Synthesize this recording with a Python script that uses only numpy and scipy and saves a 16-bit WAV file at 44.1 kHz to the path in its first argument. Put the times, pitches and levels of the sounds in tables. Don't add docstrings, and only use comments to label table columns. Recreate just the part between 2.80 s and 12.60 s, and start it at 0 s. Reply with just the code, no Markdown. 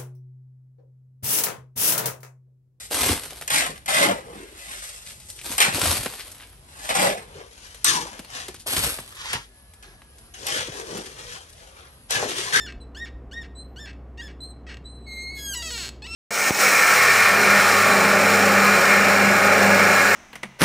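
import sys
import numpy as np
from scipy import signal
from scipy.fft import rfft, irfft, next_fast_len
from scipy.io import wavfile
from scipy.ndimage import uniform_filter1d, map_coordinates

SR = 44100
rng = np.random.default_rng(int(sys.argv[2]) if len(sys.argv) > 2 else 0)


def dump(signal):
    limited = np.clip(np.atleast_2d(signal).T, -1, 1)
    pcm = np.round(limited * 32767).astype(np.int16)
    wavfile.write(sys.argv[1], SR, pcm)


N = 432180
THUD_HZ, LOW_HZ, MID_HZ, HIGH_HZ, TOP_HZ = 40, 250, 1100, 4200, 15850

# (pitch [Hz], width [Hz], level [dB])
FILLING_BLADE = [(565, 146, -3), (790, 87, -2), (1054, 35, -6), (1225, 110, -8), (1640, 45, -3.5),
                 (2030, 83, -0.5), (2380, 59, -7), (2625, 90, -6.5), (3120, 69, -9), (3590, 48, -4)]
MIXING_BLADE = [(450, 197, 5.5), (790, 70, 1), (990, 100, -5.5), (1584, 69, 0.5), (1720, 85, 2.5),
                (1870, 68, -4), (3100, 320, -0.5), (3900, 64, -7), (5510, 200, -1.5), (6100, 100, -4),
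                (6820, 170, 3)]
# (frequency [Hz], level [dB])
FILLING_COLOUR = [(100, -8.5), (150, -5), (220, -2), (320, -4.5), (410, -3), (560, 2), (1000, -1.5),
                  (1450, -0.5), (2000, 1), (2700, -2), (4500, -7), (7000, -6.5), (8500, -5), (16000, -11)]
MIXING_COLOUR = [(100, 0), (140, -4.5), (200, -5.5), (310, -4.5), (500, -2.5), (1200, -2), (1700, 0),
                 (3200, -2), (4300, -4), (6000, -1.5), (8500, -9), (11300, -11), (13000, -25)]


def amp(db):
    return 10 ** (np.asarray(db) / 20)


def along(points, hz):
    knots_hz, values = np.transpose(points)
    return np.interp(np.log(hz + 1), np.log(knots_hz + 1), values)


def wobble(n, rate):
    return map_coordinates(rng.standard_normal(int(n * rate / SR) + 4), [np.arange(n) * rate / SR])


def filtered(x, response):
    n = x.shape[-1]
    size = next_fast_len(n + 8192)
    return irfft(rfft(x, size) * response(np.fft.rfftfreq(size, 1 / SR)), size)[..., :n]


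def band(x, lo, hi, order=4):
    return signal.sosfilt(signal.butter(order, [lo, min(hi, TOP_HZ)], "band", fs=SR, output="sos"), x)


def level_band(pair, lo, hi):
    part = band(pair, lo, hi)
    centre = filtered(part.mean(0), lambda hz: hz < 9000)
    return part / np.sqrt(np.abs(uniform_filter1d(centre ** 2, size=SR // 12)) + 1e-20)


def add(out, s, x):
    start = round(s * SR)
    x, start = x[:, max(-start, 0):], max(start, 0)
    out[:, start:start + x.shape[1]] += x[:, :N - start]


def ringing(modes, hz):
    return sum(amp(db) * 1j * hz * width / (pitch ** 2 - hz ** 2 + 1j * hz * width)
               for pitch, width, db in modes)


def grains(n, rate=2600, spread_db=6, clump_db=2.8, clump_rate=120):
    hit = rng.random(n) < rate / SR
    size_db = spread_db * np.clip(rng.standard_normal(n), -2, 2) + clump_db * wobble(n, clump_rate)
    return hit * amp(size_db) * rng.choice([-1, 1], n)


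def burst(t, attack_s, t60):
    return rng.standard_normal(len(t)) * np.minimum(t / attack_s, 1) * amp(-60 * t / t60)


def envelope(t, attack, hold, release, swell_db):
    hold = max(hold, attack)
    db = -swell_db * np.clip(1 - t / hold, 0, 1) ** 2 - 30 * np.maximum(t - hold, 0) / release
    return np.minimum(t / attack, 1) * amp(db)


def wall_tail(x):
    # (frequency [Hz], t60 [s])
    yard_decay = [(100, 0.29), (600, 0.19), (3000, 0.31), (12000, 0.2)]
    hop, n = SR // 16, len(x)
    count = n // hop + 2
    starts, span = np.arange(count)[:, None] * hop, np.arange(2 * hop)
    pieces = np.pad(x, (hop, 2 * hop))[starts + span] * np.sin(np.pi * span / (2 * hop))
    hz, t, noise = signal.stft(rng.standard_normal((3, count, 2 * hop)), SR, nperseg=256)
    apart = 0.75 * np.arctan(hz / 300)[:, None]
    diffuse = np.cos(apart) * noise[2] + np.sin(apart) * noise[:2]
    decay = amp(-60 * t / along(yard_decay, hz)[:, None])
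    tails = signal.istft(diffuse * decay, SR, nperseg=256)[1]
    answers = signal.fftconvolve(pieces[None], tails / np.linalg.norm(tails[0, 0]), axes=2)
    when = (starts + np.arange(answers.shape[2])).ravel()
    return np.array([np.bincount(when, side.ravel())[hop:hop + n] for side in answers])


def placed(x, lead_ms, shadow_db, wet_db):
    # (frequency [Hz], share of shadow_db [ratio])
    shade = [(200, 0), (700, 0.36), (2800, 0.016), (4000, 0.53), (5500, 0.79), (7200, 0.67), (8800, 0.05)]

    def direction(hz):
        lead = np.exp(1j * np.pi * hz * lead_ms / 1000 * np.array([[1], [-1]]))
        return lead * amp(np.outer([0, -shadow_db], along(shade, hz)))
    return filtered(x + amp(wet_db) * wall_tail(x), direction)


def yard_air(rumble_db, air_db):
    # (frequency [Hz], level [dB])
    yard_tone = [(20, -26), (35, -11), (52, 7.5), (75, -2), (130, -7), (300, -22.5), (700, -25),
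                 (2000, -33), (5000, -32.5), (8000, -40), (11200, -24.5), (12500, -66)]
    colour = lambda hz: amp(along(yard_tone, hz))
    rumble = placed(filtered(rng.standard_normal(N), colour), lead_ms=0, shadow_db=0, wet_db=6)
    settling = rng.standard_normal(N) + grains(N, rate=100, spread_db=7, clump_db=2, clump_rate=6)
    air = placed(filtered(settling, colour), lead_ms=0.15, shadow_db=6, wet_db=5)
    return (amp(rumble_db + 1.5 * wobble(N, 9)) * level_band(rumble, 27, LOW_HZ)
            + amp(air_db + 0.8 * wobble(N, 9)) * level_band(air, LOW_HZ, TOP_HZ))


def far_whistles(fade_s=0.0033):
    # (time [s], pitch [Hz], level [dB])
    contours = [
        [(2.3, 850, -69), (2.5, 845, -63), (2.64, 840, -66)],
        [(6.68, 1710, -72), (6.8, 1704, -66), (7.0, 1707, -62.5), (7.25, 1665, -65), (7.5, 1613, -68),
         (7.6, 1600, -83)],
    ]
    out = np.zeros((2, N))
    for contour in contours:
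        times, pitches, levels = np.transpose(contour)
        t = np.arange(times[0], times[-1] + fade_s, 1 / SR)
        gate = np.clip(np.minimum(t - t[0], t[-1] - t) / fade_s, 0, 1)
        hz = np.interp(t, times, pitches) * (1 + 0.008 * wobble(len(t), 80))
        tone = amp(np.interp(t, times, levels)) * np.sin(2 * np.pi * np.cumsum(hz) / SR)
        add(out, times[0], placed(gate * tone, lead_ms=0.054, shadow_db=10, wet_db=-6))
    return out


def crumbles():
    # (crest [s], spread [s], level [dB], centre [Hz])
    clusters = [(.505, .014, -43.5, 3020), (2.271, .006, -37, 4000), (2.306, 0.0056, -41, 3000),
                (2.425, 0.015, -50, 3800), (2.52, .008, -42, 8000), (2.593, .009, -39.5, 3800),
                (3.405, .015, -38.5, 2600), (3.45, .015, -50, 1800), (3.618, .018, -42.5, 2000),
                (3.732, .008, -52, 900), (5.757, 0.01, -41, 4500), (5.81, .012, -45, 6000),
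                (8.265, 0.0058, -37, 4000), (8.7, 0.0066, -49, 6000), (8.734, 0.0055, -48, 5000),
                (8.79, 0.015, -48, 3500), (9.072, .004, -50, 2700)]
    out, t = np.zeros((2, N)), np.arange(-SR // 10, SR // 10) / SR
    for s, spread, db, hz in clusters:
        grit = band(grains(len(t)), hz / 2, hz * 2, order=2)
        crumble = np.exp(-.5 * (t / spread) ** 2) * grit / grit.std()
        add(out, s + t[0], amp(db) * placed(crumble, lead_ms=0.046, shadow_db=7, wet_db=-6))
    return out


def slumps(edge_ratio=1.23, lumps_db=2.5, lump_rate=90):
    # (crest [s], spread [s], level [dB], centre [Hz])
    sags = [(.735, .014, -40, 130), (.905, 0.021, -43, 160), (.91, .028, -42, 460),
            (1.245, 0.029, -28, 320), (1.29, .04, -35, 205), (1.57, .025, -47, 200),
            (1.61, 0.038, -42.5, 352), (1.73, .025, -49.5, 360), (4.2, .014, -32, 190),
            (4.28, .016, -31, 200), (4.33, 0.026, -28.5, 640), (8.04, .035, -43, 460),
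            (8.13, .025, -37.5, 450), (8.16, .035, -42, 170), (8.195, .018, -37, 355),
            (9.37, .014, -37, 125)]
    out, t = np.zeros((2, N)), np.arange(-SR // 6, SR // 6) / SR
    for s, spread, db, hz in sags:
        mush = band(rng.standard_normal(len(t)), hz / edge_ratio, hz * edge_ratio, order=2)
        mush *= amp(lumps_db * wobble(len(t), lump_rate))
        swell = np.exp(-.5 * (t / spread) ** 2)
        mush = swell * mush / np.sqrt(np.average(mush ** 2, weights=swell ** 2))
        add(out, s + t[0], amp(db) * placed(mush, lead_ms=.35, shadow_db=6, wet_db=-7))
    return out


def stones(knock_t60, tick_t60, attack_s):
    # (time [s], level [dB], knock re midrange click [dB], tick re click [dB])
    landings = [(0.231, -9, 1.5, -2), (0.289, -9, 0, -8), (0.318, -14.5, 4, -3.5), (.375, -20, 5, -2),
                (0.434, -20, 5, 4), (.456, -29, 8, -4), (0.569, -30, 6, 3), (0.611, -22.5, 6, 2),
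                (0.621, -22, 2, -2.5), (.977, -33, -3, -1), (2.401, -31, -14, 7), (2.5, -22.5, -10, 10),
                (2.613, -25, -4.5, -3), (2.722, -15, -12, 1.5), (3.03, -14, 10, -5), (3.055, -9, 7, -3),
                (3.113, -13.5, 1, -4), (3.176, -15.5, -2, -1), (3.259, -13.5, 8, -5), (3.336, -23, 4.5, -3),
                (3.516, -24, -10, 9), (4.945, -30, 1, 1), (5.392, -20.5, 10, 1.5), (5.446, -31, -4.5, -5),
                (5.682, -20, 7, 1.5), (5.743, -28, 7.5, 2), (5.965, -10, 1, -0.5), (6.045, -14, 6, 2),
                (6.186, -20.5, 9.5, -1.5), (6.936, -36.5, -1, 1), (7.218, -35, 12, -6.5),
                (7.383, -36, 5, 7.5), (8.175, -24, 0, 4.5), (9.515, -20, 7, -15.5)]
    out, t = np.zeros((2, N)), np.arange(SR // 6) / SR
    for s, db, knock_db, tick_db in landings:
        knock = amp(knock_db) * band(burst(t, attack_s, knock_t60), LOW_HZ, 1430, order=2)
        contact = burst(t, attack_s, tick_t60)
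        click = band(contact, 1530, HIGH_HZ, order=2)
        tick = amp(tick_db) * band(contact, HIGH_HZ, TOP_HZ)
        blow = knock + click + tick
        add(out, s, amp(db) * placed(blow / np.abs(blow).max(), lead_ms=.03, shadow_db=5, wet_db=-9))
    return out


def clods(t60, push_share=0.59):
    # (time [s], level [dB], pitch [Hz])
    landings = [(.111, -23.5, 480), (0.291, -13, 1150), (0.296, -13, 290), (0.305, -21, 80),
                (0.328, -21.5, 400), (.523, -33.5, 480), (2.703, -30.5, 260), (2.88, -23.5, 160),
                (2.94, -26.5, 110), (2.955, -25, 280), (2.982, -21, 470), (3.03, -21, 200),
                (3.057, -17, 900), (3.066, -23, 79), (3.088, -28, 70), (3.125, -29, 130), (3.19, -27, 90),
                (3.261, -30, 182), (5.257, -30, 500), (5.396, -33.5, 178), (5.687, -30, 343),
                (5.863, -29, 564), (5.974, -23, 93), (6.053, -30, 90), (6.075, -27, 420),
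                (6.189, -33.5, 202), (6.538, -28, 460), (6.546, -29, 111), (7.884, -28, 380),
                (7.891, -33, 130), (9.426, -17.5, 480), (9.428, -21, 800), (9.457, -21, 423)]
    out, t = np.zeros((2, N)), np.arange(SR // 5) / SR
    for s, db, hz in landings:
        puff = band(rng.standard_normal(len(t)) * amp(-60 * t / t60), hz * 0.69, hz * 1.66, order=2)
        cycles = hz * t
        push = np.sin(2 * np.pi * cycles) * 2 * cycles * np.exp(1 - 2 * cycles)
        thump = push_share * push + (1 - push_share) * puff / np.abs(puff).max()
        thump /= np.abs(thump).max()
        add(out, s, amp(db) * placed(thump, lead_ms=0.064, shadow_db=3, wet_db=-8.5))
    return out


def throws(shadow_db, wet_db, attack_s=0.0088, trickle_s=0.73):
    # (start [s], pour [s], release [s], patter [dB], thud [dB], splat [dB], spray [dB],
    # trickle re pour [dB], left lead [ms])
    loads = [(.104, 0.2, 0.2, -29, -36, -33.5, -29, -11.5, 0.0033),
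             (2.635, 0.099, 0.18, -39.5, -46.5, -45.5, -38, -13, 0.0093),
             (2.93, 0.18, 0.36, -29, -36, -35, -29.5, -8, 0.011),
             (5.859, 0.21, .24, -33.5, -37, -39, -33, -14, -.16)]
    # (frequency [Hz], level [dB])
    wet_colour = [(30, -16), (60, 13), (100, 9.5), (150, 2.5), (220, 4), (330, 3.5), (550, 8), (1200, -5),
                  (3000, -5), (7000, -4), (8700, -1), (16000, 2.5)]
    shower_rate, straggler_rate, thinning_s = 1500, 750, .06
    out, t = np.zeros((2, N)), np.arange(SR) / SR
    for s, pour, release, patter_db, thud_db, splat_db, spray_db, trickle_db, lead_ms in loads:
        rate = straggler_rate + shower_rate * np.exp(-np.maximum(t - pour, 0) / thinning_s)
        landings = grains(len(t), rate, spread_db=6.5, clump_rate=110)
        shower = filtered(landings, lambda hz: amp(along(wet_colour, hz)))
        shower = placed(shower, lead_ms, shadow_db, wet_db)
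        bulk = envelope(t, attack_s, pour, release, swell_db=5.5)
        trickle = amp(trickle_db) * envelope(t, attack_s, pour, trickle_s, swell_db=5.5)
        weight = envelope(t, attack_s, pour, 0.69 * release, swell_db=19)
        thud = amp(thud_db) * weight * level_band(shower, THUD_HZ, LOW_HZ)
        splat = amp(splat_db) * level_band(shower, LOW_HZ, MID_HZ)
        patter = amp(patter_db) * level_band(shower, MID_HZ, HIGH_HZ)
        spray = amp(spray_db) * level_band(shower, HIGH_HZ, TOP_HZ)
        fade_out = 1 - t ** 8
        add(out, s, (thud + np.maximum(bulk, trickle) * (splat + patter + spray)) * fade_out)
    return out


def squeals(flutter_rate=170):
    # (start [s], length [s], from [Hz], to [Hz], level [dB])
    glides = [(1.12, .16, 2060, 2020, -28), (2.803, .05, 2450, 2150, -22), (9.338, .085, 1720, 1320, -27),
              (9.73, .08, 1540, 1750, -25)]
    out, t = np.zeros((2, N)), np.arange(SR // 3) / SR
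    for s, length, from_hz, to_hz, db in glides:
        progress = np.minimum(t / length, 1)
        tone = np.exp(2j * np.pi * np.cumsum(from_hz + (to_hz - from_hz) * progress ** 2) / SR)
        grip = wobble(len(t), flutter_rate) + 1j * wobble(len(t), flutter_rate)
        squeal = np.sin(np.pi * np.sqrt(progress)) * (grip * tone).real
        add(out, s, amp(db) * placed(squeal, lead_ms=.42, shadow_db=5, wet_db=-5))
    return out


def strikes(t60, ring_db, attack_s):
    # (time [s], level [dB], clank in the blend [dB], chink in the blend [dB])
    hits = [(0.677, -13, -12, -5.5), (0.702, -10, -10, -9), (1.059, -20, -12, -6), (2.78, -7, -11, -8),
            (2.802, -1.5, -9, -7.5), (4.091, -11.5, -1.5, -8.5), (5.044, -1.5, -14.5, 1),
            (6.531, -13, -11.5, -10), (7.025, -31, -11, -11), (7.667, -11.5, -14, -5),
            (9.306, -10, -12, -7), (9.349, -18, 0, -20)]
    out, t = np.zeros((2, N)), np.arange(SR // 4) / SR
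    for s, db, clank_db, chink_db in hits:
        crunch = burst(t, attack_s, t60)
        steel = filtered(crunch, lambda hz: 1 + amp(ring_db) * ringing(FILLING_BLADE, hz))
        clank = amp(clank_db) * band(steel, 680, HIGH_HZ, order=2)
        chink = amp(chink_db) * band(burst(t, attack_s, t60=.03), HIGH_HZ, TOP_HZ)
        blow = (clank + chink) / np.abs(clank + chink).max()
        add(out, s, amp(db) * placed(blow, lead_ms=0.376, shadow_db=3.5, wet_db=-5))
    return out


def hollow(pair, full_hz, lift_db, width=0.14, fill_s=0.11):
    hz, t, spectrum = signal.stft(pair, SR, nperseg=1024)
    centre = full_hz * (1 + 0.55 * np.exp(-t / fill_s))
    gain = 1 + amp(lift_db) / (1 + ((hz[:, None] / centre - 1) / width) ** 2)
    return signal.istft(spectrum * gain, SR, nperseg=1024)[1][:, :pair.shape[1]]


def scrape(blade, boom, grind, hiss, hollow_hz, hollow_db, squeal_hz=None):
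    blades = {"fill": (FILLING_BLADE, FILLING_COLOUR, 2.5, 0.384, 5.3, 2.6),
              "mix": (MIXING_BLADE, MIXING_COLOUR, -0.93, .32, 13, 2.1),
              "ahead": (MIXING_BLADE, MIXING_COLOUR, -2.5, 0.19, 1.9, 0)}
    modes, colour, ring_db, lead_ms, shadow_db, wet_db = blades[blade]
    if squeal_hz:
        modes = [(hz, width, db + 5 * np.exp(-(np.log2(hz / squeal_hz) / .2) ** 2))
                 for hz, width, db in modes]
    n = len(grind)
    catches = grains(n)
    ring = filtered(catches, lambda hz: ringing(modes, hz))
    drift = np.cumsum(0.012 * wobble(n, 25))
    ring = map_coordinates(ring, [np.arange(n) + drift], order=1)
    steel = filtered(catches + amp(ring_db) * ring, lambda hz: amp(along(colour, hz)))
    pair = hollow(placed(steel, lead_ms, shadow_db, wet_db), hollow_hz, hollow_db)
    return (boom * level_band(pair, 101, MID_HZ) + grind * level_band(pair, MID_HZ, HIGH_HZ)
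            + hiss * level_band(pair, HIGH_HZ, TOP_HZ))


def drags(judder_db=1.26, judder_rate=35.8, run_up_s=.3):
    # (blade, crest [s], 20 dB rise [s], 20 dB fade [s], grind [dB], boom [dB],
    # hiss [dB], hollow [Hz])
    strokes = [("fill", .01, .05, .17, -49, -62, -43, 570),
               ("fill", 1.53, 0.16, 0.066, -53.5, -41, -57, 500),
               ("fill", 1.57, .08, 0.31, -50, -55, -55, 400), ("fill", 1.9, .23, 0.31, -44, -53, -45, 520),
               ("fill", 2.04, .24, 0.35, -49, -58.5, -43, 580),
               ("fill", 2.29, 0.065, 0.11, -50.5, -59.5, -45.5, 610),
               ("fill", 2.53, 0.27, 0.37, -62, -65, -50, 490),
               ("fill", 4.085, .2, 0.12, -43, -46.5, -42.5, 670),
               ("mix", 4.58, .15, 0.17, -51.5, -44, -57, 444),
               ("mix", 4.88, 0.36, 0.51, -53.5, -62.5, -52.5, 510),
               ("mix", 5.35, .16, 0.23, -50.5, -51, -53.5, 620), ("mix", 5.57, .1, .18, -40, -47, -41, 750),
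               ("ahead", 6.51, .2, 0.12, -37, -49, -40, 880),
               ("mix", 7.66, 0.078, .05, -43, -41.5, -40, 520),
               ("mix", 7.99, 0.21, 0.29, -46.5, -42, -45.5, 395),
               ("mix", 8.17, .16, .2, -44.5, -39, -42.5, 390),
               ("mix", 8.5, 0.37, 0.24, -45.5, -48, -46, 460),
               ("mix", 8.85, 0.18, 0.28, -57.5, -55, -58, 560),
               ("mix", 9.0, 0.15, 0.19, -54, -57, -63, 1100), ("mix", 9.305, .014, .04, -41, -50, -41, 700),
               ("mix", 9.6, 0.38, 0.68, -35.5, -39.5, -36, 420)]
    out, t = np.zeros((2, N)), np.arange(3 * SR // 4) / SR - run_up_s
    for blade, crest, rise, fade, grind_db, boom_db, hiss_db, hollow_hz in strokes:
        arc_db = -20 * np.maximum(-t / rise, t / fade) ** 1.24
        speed = amp(arc_db + judder_db * wobble(len(t), judder_rate)) * signal.windows.tukey(len(t), .1)
        boom, grind, hiss = amp(boom_db) * speed, amp(grind_db) * speed, amp(hiss_db) * speed
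        add(out, crest - run_up_s, scrape(blade, boom, grind, hiss, hollow_hz, hollow_db=6.5))
    return out


def digs(bite_s=0.0039, hollow_db=1.5):
    # (blade, start [s], push [s], release [s], swell [dB], full after [s],
    # grind [dB], boom [dB], hiss [dB], hollow [Hz], squeal [Hz])
    thrusts = [("fill", .699, .115, .17, 4.8, .125, -25, -32.5, -27.5, 640, 1640),
               ("fill", 1.077, 0.18, .175, 6, .225, -24.2, -24.8, -28.5, 510, 2020),
               ("fill", 2.78, .008, 0.038, 1, 0.0092, -25, -39, -26, 500, 2020),
               ("fill", 2.802, 0.018, 0.21, 0, 0.065, -20, -31.5, -23.5, 500, 2300),
               ("fill", 4.088, .02, 0.12, 0, 0.021, -29.5, -30.5, -31.5, 520, 800),
               ("fill", 4.138, .135, .19, 1.5, .13, -27.5, -23, -30.5, 515, 800),
               ("mix", 5.044, 0.072, .22, 0, 0.15, -27.5, -32.5, -23, 860, 940),
               ("ahead", 6.527, 0.011, 0.087, 1, .03, -30, -40, -34, 650, 3000),
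               ("ahead", 7.028, 0.018, 0.29, 5, 0.058, -55, -56, -58, 500, 1720),
               ("mix", 7.538, 0.018, .4, 0, .12, -49, -50, -47, 450, 3100),
               ("mix", 7.664, 0.13, 0.25, 3, .13, -32.5, -36, -34, 440, 3100),
               ("mix", 9.306, 0.052, .36, 2.6, .13, -32, -32.5, -31, 390, 1720),
               ("mix", 9.724, 0.073, .2, 4.4, .1, -23.5, -31, -28, 1080, 1720)]
    out, t = np.zeros((2, N)), np.arange(2 * SR // 3) / SR
    for (blade, s, push, release, swell_db, full,
         grind_db, boom_db, hiss_db, hollow_hz, squeal_hz) in thrusts:
        boom = amp(boom_db) * envelope(t, bite_s, full, 0.95 * release, swell_db=12.5)
        grind = amp(grind_db) * envelope(t, bite_s, push, release, swell_db)
        hiss = amp(hiss_db) * envelope(t, bite_s, push - 0.016, release, swell_db)
        add(out, s, scrape(blade, boom, grind, hiss, hollow_hz, hollow_db, squeal_hz))
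    return out


def scene():
    blows = strikes(t60=0.1, ring_db=0.5, attack_s=.0017)
    landings = stones(knock_t60=0.038, tick_t60=0.046, attack_s=.0009) + clods(t60=0.055)
    shovelling = digs() + drags() + slumps() + squeals()
    gravel = throws(shadow_db=7.5, wet_db=0.5) + crumbles()
    background = yard_air(rumble_db=-53, air_db=-59.5) + far_whistles()
    return blows + landings + shovelling + gravel + background


def record(dry):
    # (frequency [Hz], gain [dB])
    treble_tone = [(8500, 0), (9400, -1), (10300, 3.5), (11200, 1), (12200, -8.5), (13200, -19),
                   (14200, -38), (15200, -20), (15850, -42)]
    low_cut_hz, ceiling = 33, .88
    blend = lambda hz: np.interp(hz, [7600, 8600, 12300, 13500], [0, np.pi / 2, np.pi / 2, 0])
    turn = lambda hz: np.exp(2j * np.pi * np.interp(hz, [8750, 11750], [0, 1]))
    left, right = dry
    shared_treble = filtered(left, lambda hz: np.sin(blend(hz)) ** 2 * turn(hz))
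    right = filtered(right, lambda hz: np.cos(blend(hz))) + shared_treble
    pair = band(np.array([left, right]), low_cut_hz, TOP_HZ)
    heard = filtered(pair, lambda hz: amp(along(treble_tone, hz)))
    rounded = heard / (1 + np.abs(heard / ceiling) ** 6) ** (1 / 6)
    return filtered(rounded, lambda hz: hz < TOP_HZ)


dry = scene()
out = record(dry)
dump(out)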